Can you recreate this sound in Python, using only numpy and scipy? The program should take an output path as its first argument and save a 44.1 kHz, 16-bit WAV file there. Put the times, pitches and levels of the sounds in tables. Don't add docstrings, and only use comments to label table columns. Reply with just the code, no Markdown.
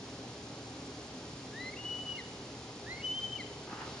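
import sys
import numpy as np
from scipy import signal
from scipy.fft import rfft, irfft, next_fast_len
from scipy.io import wavfile
from scipy.ndimage import map_coordinates

SR = 44100
rng = np.random.default_rng(int(sys.argv[2]) if len(sys.argv) > 2 else 0)


def store_pcm(level_fs):
    pcm = np.round(np.clip(level_fs, -1, 1) * 32767).astype(np.int16)
    wavfile.write(sys.argv[1], SR, np.atleast_2d(pcm).T)


N = 176400

# frequency in Hz, likeness (1 means the same).
EAR_LIKENESS = [(30, 0.99), (100, 1), (300, 1), (600, 0.94), (1200, 0.66), (2500, 0.1), (5000, .35),
                (7300, .6)]
# pitch in Hz, level in dB.
MOTOR_TONES = [(77.5, -63.5), (117.3, -57), (140, -68.5)]
# frequency in Hz, relative level in dB.
TRAFFIC_SPECTRUM = [(15, -47), (25, -26.5), (64, -6.5), (86, -7), (118, -5.5), (140, -1.5), (209, -4),
                    (267, -1), (340, -4.5), (412, -4), (457, -5), (659, -9), (784, -8.5), (901, -10.5),
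                    (1600, -18.5), (2080, -35), (3520, -120)]
HISS_SPECTRUM = [(880, -28), (1500, -6), (1920, -2), (2550, -0.5), (2880, -1), (4760, 0.5), (6030, -2),
                 (6680, -6.5), (7150, -3.5), (7600, -12.5), (9880, -32), (16700, -120)]
# time in seconds, level in dB.
DRONE_LEVEL = [(0, -56), (.7, -53), (1.6, -53.5), (3, -64.5), (4, -75)]
# centre in Hz, width in Hz, level in dB.
RINGING_BANDS = [(409, 16, -58.5), (776, 27, -65.5), (1240, 7.9, -76), (7260, 49, -68)]
# time in seconds, pitch in Hz, relative level in dB.
LOW_SLIDES = [
    [(1.53, 1646, -55), (1.575, 1860, -47), (1.61, 1984, -44), (1.64, 2024, -46), (1.695, 2085, -44),
     (1.715, 2143, -62), (1.745, 2230, -46.5)],
    [(2.172, 2235, -54), (2.192, 2073, -42.5), (2.215, 1818, -53)],
    [(2.86, 1675, -52.5), (2.89, 1900, -45.5), (2.925, 2094, -41.5), (2.96, 2124, -52), (3.015, 2210, -48)],
    [(3.385, 2340, -49.5), (3.408, 2082, -40.5), (3.425, 1890, -51.5)],
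]
# time in seconds, pitch in Hz.
WHISTLE_PITCH = [
    [(1.765, 2710), (1.782, 2860), (1.83, 2855), (1.856, 2941), (1.93, 2930), (1.98, 2945), (2.03, 2969),
     (2.07, 2950), (2.125, 2935), (2.155, 2850), (2.175, 2860)],
    [(3.015, 2750), (3.046, 3002), (3.11, 3018), (3.14, 3060), (3.16, 3120), (3.21, 3103), (3.246, 3096),
     (3.29, 3070), (3.325, 3115), (3.358, 3057), (3.382, 2750)],
]
# time in seconds, relative level in dB.
WHISTLE_LEVEL = [
    [(1.76, -47), (1.774, -50), (1.812, -44.5), (1.832, -56), (1.856, -39), (1.93, -39), (1.99, -45.5),
     (2.002, -41.5), (2.036, -44), (2.05, -53), (2.066, -40.5), (2.122, -37), (2.136, -47.5), (2.17, -42.5),
     (2.18, -52)],
    [(3.015, -55), (3.053, -34.5), (3.081, -36), (3.137, -36), (3.155, -42), (3.175, -35), (3.197, -37),
     (3.207, -46.5), (3.247, -34.5), (3.291, -47), (3.303, -51), (3.317, -48), (3.331, -36), (3.345, -47.5),
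     (3.355, -34), (3.385, -57)],
]
# its frequency in Hz, level in dB against the main tone.
OVERTONE_LEVEL = [(3300, -21.5), (3800, -10), (4150, -6.5), (4500, -13), (5800, -23), (6300, -24)]
# start in seconds, level in dB.
KNOCKS = [(3.675, -34), (3.72, -43), (3.729, -27.5), (3.816, -39), (3.876, -31.5)]
# pitch in Hz, relative level in dB, seconds to fade by 60 dB.
KNOCK_TONES = [(308, 1.5, 0.025), (830, -5, 0.022), (1250, -4, 0.026)]
# frequency in Hz, relative level in dB.
SCUFF_SPECTRUM = [(290, -51), (500, -51), (608, -18.5), (899, 3.5), (1050, -7.5), (1220, -1), (2430, -14),
                  (2930, -10.5), (3500, -28), (4550, -49), (7700, -120)]
RUSTLE_SPECTRUM = [(150, -37), (300, -5), (850, -4.5), (1600, -15), (2800, -12), (4100, -7.5), (5500, -12),
                   (7000, -24), (10000, -38)]
# time in seconds, level in dB.
SCUFF_LEVEL = [(3.66, -70), (3.68, -56), (3.70, -51.5), (3.725, -45), (3.765, -49), (3.815, -44),
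               (3.87, -48.5), (3.91, -57), (4, -59)]
RUSTLE_LEVEL = [(3.66, -73), (3.78, -60), (3.89, -49), (4, -50.5)]
# frequency in Hz, gain in dB.
TREBLE_CUT = [(7400, 0), (7650, -10), (7850, -50)]
MIRROR_GAIN = [(8300, 2.5), (8750, -6), (9500, -12.5), (10200, -18.5), (11000, -31)]

TIME = np.arange(N) / SR
SIDES = np.array([[1], [-1]])


def amp(db):
    return 10 ** (np.asarray(db) / 20)


def unit(x):
    return x / np.sqrt(np.mean(x ** 2) + 1e-20)


def along(rows, hz):
    freqs, values = np.transpose(rows)
    return np.interp(np.log(hz + 1), np.log(freqs + 1), values)


def curves(rows):
    times, *columns = np.transpose(rows)
    return [np.interp(TIME, times, column) for column in columns]


def wobble(rate):
    return map_coordinates(rng.standard_normal(4096), [TIME * rate], mode="wrap")


def filtered(x, response):
    size = next_fast_len(N + SR // 2)
    return irfft(rfft(x, size) * response(np.fft.rfftfreq(size, 1 / SR)), size)[..., :N]


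def stereo_noise(gain):
    def response(hz):
        spread = np.arccos(np.clip(along(EAR_LIKENESS, hz), -1, 1)) / 2
        return gain(hz) * [np.cos(spread), np.sin(spread)]
    mid, side = filtered(rng.standard_normal((2, N)), response)
    return unit(np.array([mid + side, mid - side]))


def broad_noise(spectrum):
    return stereo_noise(lambda hz: amp(along(spectrum, hz)))


def narrow_noise(centre_hz, width_hz):
    return stereo_noise(lambda hz: 1 / (1 + ((hz - centre_hz) / width_hz) ** 2))


def motor_hum(wander_hz=1.65, swing_db=1):
    hum = np.zeros(N)
    for hz, db in MOTOR_TONES:
        peak = np.sqrt(2) * amp(db + swing_db * wobble(6))
        phase = 2 * np.pi * np.cumsum(hz + wander_hz * wobble(12)) / SR
        hum += peak * np.sin(phase)
    return hum


def far_traffic(rumble_db=-48):
    rumble = amp(rumble_db + 0.2 * wobble(7.13)) * broad_noise(TRAFFIC_SPECTRUM)
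    drone = amp(curves(DRONE_LEVEL)[0]) * narrow_noise(centre_hz=273, width_hz=26)
    return rumble + drone


def soft_hiss(hiss_db=-51.5):
    ringing = sum(amp(db) * narrow_noise(hz, width) for hz, width, db in RINGING_BANDS)
    return ringing + amp(hiss_db + 0.083 * wobble(9.7)) * broad_noise(HISS_SPECTRUM)


def hawk_note(rows, hz, db, jitter, left_db, fade_s=0.0049, drift_db=1.05, flutter_db=1.5):
    start, end = rows[0][0], rows[-1][0]
    fade = np.clip(np.minimum(TIME - start, end - TIME) / fade_s + .5, 0, 1)
    phase = 2 * np.pi * np.cumsum(hz * (1 + jitter * wobble(350))) / SR
    shift = SIDES * .4 * wobble(18)
    lean_db = SIDES * (left_db + drift_db * wobble(18))
    overtone = amp(along(OVERTONE_LEVEL, 2 * hz)) * np.sin(2 * phase + shift)
    peak = np.sqrt(2) * amp(db + lean_db + flutter_db * wobble(110))
    return fade * peak * (np.sin(phase + shift) + overtone)


def hawk(low_gain_db=-0.1, high_gain_db=-0.25, rasp_s=0.014):
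    slides = sum(hawk_note(rows, *curves(rows), jitter=.008, left_db=0.5) for rows in LOW_SLIDES)
    whistles = np.zeros((2, N))
    for pitch, level in zip(WHISTLE_PITCH, WHISTLE_LEVEL):
        from_break_s = np.minimum(abs(TIME - pitch[0][0]), abs(TIME - pitch[-1][0]))
        jitter = 0.0015 + 0.036 * np.exp(-from_break_s / rasp_s)
        whistles += hawk_note(pitch, *curves(pitch), *curves(level), jitter, left_db=1.5)
    return amp(low_gain_db) * slides + amp(high_gain_db) * whistles


def garden_echo(voice, echo_db=-10, build_s=.035, fade_s=.9):
    t = np.arange(SR) / SR
    envelope = (1 - np.exp(-t / build_s)) * amp(-60 * t / fade_s)
    tail = rng.standard_normal((2, SR)) * envelope
    echo = amp(echo_db) * tail / np.linalg.norm(tail[0])
    return voice + signal.fftconvolve(voice, echo, axes=1)[:, :N]


def scuff_and_rustle():
    scuff = amp(curves(SCUFF_LEVEL)[0] + 0.77 * wobble(130)) * broad_noise(SCUFF_SPECTRUM)
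    rustle = amp(curves(RUSTLE_LEVEL)[0]) * broad_noise(RUSTLE_SPECTRUM)
    return scuff + rustle


def dull_knocks(attack_s=0.0017):
    knocks = np.zeros(N)
    for start, knock_db in KNOCKS:
        age = np.maximum(TIME - start, 0)
        attack = 1 - np.exp(-age / attack_s)
        for hz, tone_db, fade_s in KNOCK_TONES:
            fallen_db = 60 * np.minimum(age / fade_s, 2)
            knocks += attack * amp(knock_db + tone_db - fallen_db) * np.sin(2 * np.pi * hz * age)
    return knocks


def scene(left_lead_s=3e-5):
    calls = garden_echo(hawk())
    others = motor_hum() + far_traffic() + soft_hiss() + scuff_and_rustle() + dull_knocks()
    return calls + filtered(others, lambda hz: np.exp(1j * np.pi * hz * left_lead_s * SIDES))


def record(dry, low_rate_hz=16000, top_hz=11200):
    dulled = filtered(dry, lambda hz: amp(along(TREBLE_CUT, hz)))
    mirror = 2 * np.cos(2 * np.pi * low_rate_hz * TIME) * dulled
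    mirror = filtered(mirror, lambda hz: amp(along(MIRROR_GAIN, hz)))
    return filtered(dulled + mirror, lambda hz: hz < top_hz)


dry = scene()
out = record(dry)
store_pcm(out)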